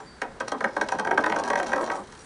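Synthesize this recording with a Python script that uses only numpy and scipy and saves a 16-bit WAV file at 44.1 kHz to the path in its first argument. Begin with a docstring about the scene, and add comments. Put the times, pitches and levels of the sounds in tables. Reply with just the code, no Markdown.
"""On a wooden floor, close to a wooden back wall, a wooden spinning top loses its balance.
Its rim knocks faster and faster: each knock is a thud of the board, a clack of the body and a contact tick.
Between knocks it rolls and scrapes into a low clatter, then settles on its tip; a small room rings.
Thuds and clacks are decaying resonances, ticks and scrapes are short noise; a few faint, wavering
high tones, a soft hiss and a steady noise floor lie beneath."""
import sys
import numpy as np
from scipy import signal
from scipy.fft import rfft, irfft
from scipy.io import wavfile
from scipy.ndimage import uniform_filter1d, map_coordinates

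SR = 44100
rng = np.random.default_rng(int(sys.argv[2]) if len(sys.argv) > 2 else 0)


def generate_wav(sig):
    """Save sig (samples, or channels by samples) to the path in sys.argv[1] as 16-bit PCM at SR."""
    pcm = np.round(np.clip(np.atleast_2d(sig).T, -1, 1) * 32767).astype(np.int16)
    wavfile.write(sys.argv[1], SR, pcm)


N = 99225  # length in samples

# The strikes of the rim. Each row: time in seconds, then the levels in dB of the contact tick,
# the body clack and the board thud, each before the gain of its kind below.
RIM_STRIKES = [(0.2162, -24.5, -34.5, -31.5), (0.2175, -25.5, -19, -22), (0.401, -22.5, -41, -33),
               (0.4049, -30, -21, -21.5), (0.4767, -35.5, -29.5, -29), (0.4815, -18.5, -39, -40),
               (0.5182, -19, -25.5, -19.5), (0.6058, -29.5, -23, -21.5), (0.6415, -29, -13.5, -17.5),
               (0.7652, -26, -21.5, -18), (0.8119, -17.5, -16, -17.5), (0.8864, -17.5, -26, -27),
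               (0.9195, -18.5, -21, -17), (0.9858, -27, -24.5, -23), (0.9953, -18.5, -22.5, -19.5),
               (1.048, -26.5, -24, -21.5), (1.071, -27.5, -19.5, -21), (1.1102, -27.5, -15, -16),
               (1.1756, -24, -11, -15), (1.2384, -32, -13.5, -21.5), (1.261, -22.5, -15.5, -17),
               (1.297, -25, -22, -25), (1.3199, -33, -16, -19), (1.3611, -23.5, -19, -19.5),
               (1.3863, -22.5, -39, -25), (1.3901, -28.5, -32, -36), (1.3964, -24, -27, -22.5),
               (1.4366, -20.5, -30.5, -27), (1.449, -26.5, -31, -29), (1.457, -29.5, -47, -30.5),
               (1.4662, -33, -38.5, -26.5), (1.4766, -22, -29, -27), (1.484, -24.5, -40, -40),
               (1.5012, -17, -19, -18), (1.531, -26, -20, -18.5), (1.555, -22, -18, -20),
               (1.5743, -27, -31, -22.5), (1.579, -29, -29, -26.5), (1.588, -24, -33, -38),
               (1.5986, -22, -19.5, -21.5), (1.629, -21.5, -26.5, -26.5), (1.663, -26.5, -31, -31.5),
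               (1.6681, -24.5, -39, -36), (1.678, -36, -39, -43), (1.683, -28, -43, -32),
               (1.692, -32, -31, -31), (1.717, -29, -24, -25.5), (1.7308, -22.5, -15, -17.5),
               (1.7597, -25, -29, -19.5), (1.7787, -31, -30, -19), (1.805, -40, -30, -21.5),
               (1.8113, -27.5, -34, -22), (1.8271, -39, -27.5, -24), (1.8396, -27, -50, -25.5),
               (1.8617, -25, -39, -35), (1.8744, -35, -32.5, -24), (1.8991, -42, -21, -21),
               (1.9152, -27, -27.5, -24.5), (1.9216, -32, -37, -26.5), (1.9517, -52, -33, -28.5),
               (2.1224, -30.5, -43, -67)]
TICK_GAIN_DB, CLACK_GAIN_DB, THUD_GAIN_DB = 7.5, 20, 20
TICK_DECAY_S = .002
CHATTER_PER_S, CHATTER_DB, CHATTER_DECAY_S = 450, -14, .006


def knocks():
    """Each strike pushes the board and the body and makes a short crack that breaks up into chatter."""
    at, tick_db, clack_db, thud_db = np.array(RIM_STRIKES).T
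    t = np.arange(SR // 10) / SR
    board_push = pushes(at, undb(thud_db + THUD_GAIN_DB))
    body_push = pushes(at, undb(clack_db + CLACK_GAIN_DB))
    touch = pushes(at, undb(tick_db + TICK_GAIN_DB))
    crack_envelope = ring(touch, np.sqrt(t) * np.exp(-t / TICK_DECAY_S))
    crack = crack_envelope * rng.standard_normal(N)
    chatter_envelope = ring(touch, t * np.exp(-t / CHATTER_DECAY_S))
    chatter = chatter_envelope * bumps(CHATTER_PER_S)
    return board_push, body_push, crack + undb(CHATTER_DB) * chatter


# The rolling of the rim between strikes.
# Each row: time in seconds, rumble level in dB (of the bumps' push), scrape level in dB.
ROLLING_LEVELS = [(0, -29.5, -54), (0.038, -77, -87), (.38, -47, -79), (.5, -59, -58), (0.543, -27, -74),
                  (.58, -73, -62), (0.741, -42.5, -60), (.94, -40, -55.5), (1.029, -59, -66),
                  (1.221, -32, -54), (1.369, -30.5, -58), (1.44, -41, -62), (1.55, -37.5, -61.5),
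                  (1.699, -33, -47.5), (1.78, -30, -61), (1.87, -50, -49.5), (1.979, -33, -54.5),
                  (2.025, -49, -55.5), (2.25, -56.5, -55)]
BUMPS_PER_S, SCRAPES_PER_S = 600, 320
ROLL_SOFT_HZ = 520  # above this the soft contact weakens the bumps
ROLL_BODY_DB = -4.5  # push on the body, relative to the push on the board


def rolling():
    """Soft bumps push the board and the body; the rim scrapes in tiny ticks."""
    at, rumble_db, scrape_db = np.array(ROLLING_LEVELS).T
    t = np.arange(N) / SR
    pole = np.exp(-2 * np.pi * ROLL_SOFT_HZ / SR)
    soft_bumps = signal.lfilter([1 - pole], [1, -pole], bumps(BUMPS_PER_S))
    force = soft_bumps * undb(np.interp(t, at, rumble_db))
    # squared bumps are all positive, so they can open the noise for a moment each
    grit = ring(bumps(SCRAPES_PER_S) ** 2, np.exp(-t[:SR // 20] / TICK_DECAY_S))
    scrape = unit(grit * rng.standard_normal(N)) * undb(np.interp(t, at, scrape_db))
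    return force, undb(ROLL_BODY_DB) * force, scrape


BUMP_SCATTER_DB = 1.5


def bumps(per_s):
    """Random small contacts of the rim with the wood grain."""
    hit = rng.random(N) < per_s / SR
    sign = rng.choice([-1, 1], N)
    size = undb(BUMP_SCATTER_DB * np.clip(rng.standard_normal(N), -2, 2))
    return unit(hit * sign * size)


def pushes(times, sizes):
    """One impulse per contact."""
    sample = np.clip(times * SR, 0, N - 1).astype(int)
    return np.bincount(sample, sizes, N)


# The clear resonances of the board. Each row: frequency in Hz, relative level in dB.
BOARD_MODES = [(165, -8.5), (213, -5.5), (238, -5), (303, -17), (362, -10.5), (436, 0.5), (534, 4),
               (566, 1.5), (612, -9), (775, 3.5), (820, -1), (940, -1), (982, 1.5), (1114, 2), (1275, -2.5)]
# The colour of the board's many weak, overlapping resonances. Each row: frequency in Hz, relative level in dB.
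BOARD_GRAIN = [(120, -14), (230, -1), (500, -1), (1000, 0.5), (1400, -8.5), (2500, -42)]
GRAIN_DB, GRAIN_DECAY_S = -3, .007
BOARD_CYCLES = 38  # cycles in which a resonance falls by 60 dB
BEND_S, BEND_HZ = .002, 1000  # bending waves take this long to cross the board at this frequency


def board(force):
    """A few clear resonances stand over a dull, quickly dying crowd of weak ones."""
    t = np.arange(SR // 10) / SR

    def crowd_response():
        return rng.standard_normal(len(t)) * np.sqrt(t) * np.exp(-t / GRAIN_DECAY_S)
    crowd = wander(force, crowd_response, count=40)
    clear = modes(force, BOARD_MODES, BOARD_CYCLES, BEND_S)
    return clear + undb(GRAIN_DB) * colour(crowd, BOARD_GRAIN)


# The resonances of the top's body. Each row: frequency in Hz, relative level in dB.
BODY_MODES = [(965, 8), (1330, 3), (1540, 13.5), (1625, 11), (1690, 11), (1890, 8.5), (2180, -4.5),
              (2350, -11.5), (2500, -15.5)]
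BODY_CYCLES = 23  # cycles in which a resonance falls by 60 dB


def body(force):
    """The wooden body answers a push with short resonances, the clack."""
    return modes(force, BODY_MODES, BODY_CYCLES, 0)


# The colour of the contact tick. Each row: frequency in Hz, relative level in dB.
TICK_COLOUR = [(400, -12), (1000, 1.5), (2500, 2), (3300, 0), (4200, 6), (5000, 1), (5900, 5.5), (6700, 2),
               (7500, -3), (9000, -2.5), (11000, -10.5)]
# The high resonances of the rim. Each row: frequency in Hz, relative level in dB.
RIM_MODES = [(3250, 9.5), (4100, 5), (5750, 12.5), (6020, -13), (6650, -53), (8600, -20)]
RIM_DB, RIM_CYCLES = -5.5, 70  # level; cycles in which a resonance falls by 60 dB


def contact(crack):
    """The coloured noise of the contact, which also makes the rim ring."""
    return colour(crack, TICK_COLOUR) + undb(RIM_DB) * modes(crack, RIM_MODES, RIM_CYCLES, 0)


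SPOT_DETUNE, SPOT_SCATTER_DB = .002, 0.63  # how far each spot shifts pitch (a fraction) and level
DISPERSION_S = .0022  # longest random extra delay of a resonance


def modes(force, table, cycles, travel_s):
    """Resonances that die in so many cycles, low ones travelling longest; each spot shifts them a little."""
    hz, db = np.array(table).T[:, :, None]
    t = np.arange(SR // 4) / SR

    def response():
        weight, detune = rng.standard_normal((2, len(hz), 1))
        delay = travel_s * np.sqrt(BEND_HZ / hz) + DISPERSION_S * rng.random((len(hz), 1))
        age = np.maximum(t - delay, 0)
        tone = np.sin(2 * np.pi * hz * (1 + SPOT_DETUNE * detune) * age)
        fade = np.exp(-np.log(1000) * age * hz / cycles)
        level = undb(db + SPOT_SCATTER_DB * weight) * np.sqrt(hz)
        return np.sum(level * tone * fade, axis=0)
    return wander(force, response, count=30)


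def wander(x, response, count):
    """The top moves about: each stretch of x passes through a fresh response() of unit energy."""
    out = np.zeros(N + SR)
    for part in np.array_split(np.arange(N), count):
        h = response()
        y = signal.fftconvolve(x[part], h / np.linalg.norm(h))
        out[part[0]:part[0] + len(y)] += y
    return out[:N]


# The faint high tones.
# Each row: start in seconds, starting pitch in Hz, level in dB, rise in seconds, decay in seconds.
HIGH_TONES = [(0, 7320, -58.5, 0.0056, 0.053), (0.055, 4660, -50, 0.027, 0.073),
              (0.609, 5170, -58, 0.038, 0.25)]
TONE_SAG_HZ_PER_S = 540


def high_tone(at, hz, db, rise_s, decay_s):
    """A faint high tone for a moment, wavering and sagging slightly in pitch."""
    t = np.arange(N) / SR - at
    waver = unit(uniform_filter1d(rng.standard_normal(N), size=300))
    pitch_hz = hz * (1 + 0.0075 * waver) - TONE_SAG_HZ_PER_S * t
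    tone = np.sin(2 * np.pi * np.cumsum(pitch_hz) / SR)
    rise = np.clip(t / rise_s, 0, 1)
    fade = np.exp(-np.maximum(t - rise_s, 0) / decay_s)
    return undb(db) * tone * rise * fade


WALL_S, SECOND_SLAP_DB = 0.003175, -17.5  # delay of each slap; second slap relative to the first
FAR_WALL_S, FAR_WALL_DB = 0.014, -18.5
BOARD_CUT_HZ, BASS_CUT_HZ = 340, 175


def heard(x, wall_db, room_db):
    """Direct sound, two slaps between back wall and floor, a farther wall; the lows arrive through the room."""
    slap = echo(x, WALL_S, wall_db)
    second_slap = echo(slap, WALL_S, SECOND_SLAP_DB)
    near = (x + slap + second_slap) / np.hypot(1, undb(wall_db))
    early = low_cut(near + echo(near, FAR_WALL_S, FAR_WALL_DB), BOARD_CUT_HZ, order=2)
    return low_cut(early + undb(room_db) * room(near), BASS_CUT_HZ, order=4)


def echo(x, lag_s, db):
    """A copy that arrives later, at its own level."""
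    return undb(db) * map_coordinates(x, [np.arange(N) - lag_s * SR], order=1)


# The decay of the room. Each row: frequency in Hz, time to fall by 60 dB in seconds.
ROOM_DECAY = [(150, 0.26), (400, 0.3), (1000, 0.18), (2800, 0.22), (7300, 0.059)]
ROOM_GAP_S = 0.0037  # silence before the tail, and again the time it takes to build up


def room(x):
    """Diffuse tail of noise bands, each fading at its own rate, the highest one fastest."""
    t = np.arange(SR // 3) / SR
    hz, t60 = np.array(ROOM_DECAY).T
    log_f = np.log(np.maximum(np.fft.rfftfreq(len(t), 1 / SR), 1))
    # overlapping bands that together cover all frequencies
    bands = np.array([np.interp(log_f, np.log(hz), share) for share in np.eye(len(hz))])
    build_up = np.clip(t / ROOM_GAP_S - 1, 0, 1)
    fade = np.exp(-np.log(1000) * t / t60[:, None]) / np.sqrt(t60[:, None]) * build_up

    def response():
        noise = rfft(rng.standard_normal(len(t)))
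        return np.sum(fade * irfft(bands * noise, len(t)), axis=0)
    return wander(x, response, count=24)


# The level of the hiss over time. Each row: time in seconds, level in dB.
HISS_LEVEL = [(0, -67.5), (.2, -68), (1.76, -77.5), (1.82, -49.5), (1.89, -76), (1.96, -53), (2.058, -67),
              (2.159, -62), (2.25, -55.5)]
# The colour of the hiss. Each row: frequency in Hz, relative level in dB.
HISS_TINT = [(3000, -10), (6000, -1), (7500, 11.5), (9500, 11), (11000, -3)]


def hiss():
    """A soft high hiss, noise that swells and dips as the top settles."""
    level = undb(np.interp(np.arange(N) / SR, *np.array(HISS_LEVEL).T))
    return level * colour(rng.standard_normal(N), HISS_TINT)


# The colour of the steady noise floor. Each row: frequency in Hz, relative level in dB.
FLOOR_COLOUR = [(15, -34), (25, 12.5), (322, 9), (651, 2.5), (1050, 4), (1690, 5), (2650, -8.5),
                (4600, -7.5), (5080, -10.5), (10000, -19.5), (13000, -104), (22000, -120)]
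FLOOR_DB = -49


def noise_floor():
    """Steady coloured noise beneath everything."""
    return undb(FLOOR_DB) * unit(colour(rng.standard_normal(N), FLOOR_COLOUR))


def undb(db):
    """Turn dB into a plain factor."""
    return 10 ** (np.asarray(db) / 20)


def unit(x):
    """Scale to rms 1."""
    return x / np.sqrt(np.mean(x ** 2))


def colour(x, points):
    """Filter by (Hz, dB) points, keeping the power of white noise."""
    hz, db = np.array(points).T
    f = np.maximum(np.fft.rfftfreq(len(x), 1 / SR), 1)
    gain = unit(undb(np.interp(np.log(f), np.log(hz), db)))
    return irfft(rfft(x) * gain, len(x))


def ring(x, response):
    """Pass x through a response of unit energy."""
    return signal.fftconvolve(x, response / np.linalg.norm(response))[:N]


def low_cut(x, hz, order):
    """Thin out the bass."""
    return signal.sosfilt(signal.butter(order, hz, "high", fs=SR, output="sos"), x)


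def scene():
    """Knocks and rolling drive board, body and rim, heard over a quiet room."""
    on_board, on_body, crack = np.array(knocks()) + np.array(rolling())
    thud = heard(board(on_board), wall_db=-18.5, room_db=-4)
    clack = heard(body(on_body), wall_db=5, room_db=-11)  # here the slap is stronger than the direct sound
    tick = heard(contact(crack), wall_db=-17, room_db=-12)
    tones = sum(high_tone(*row) for row in HIGH_TONES)
    return (thud + clack + tick + tones + hiss() + noise_floor())[None]


TOP_HZ = 10600


def record(dry):
    """The recorder steeply cuts everything above TOP_HZ, about the top octave."""
    return signal.sosfilt(signal.ellip(10, .2, 80, TOP_HZ, fs=SR, output="sos"), dry)


dry = scene()
out = record(dry)
generate_wav(out)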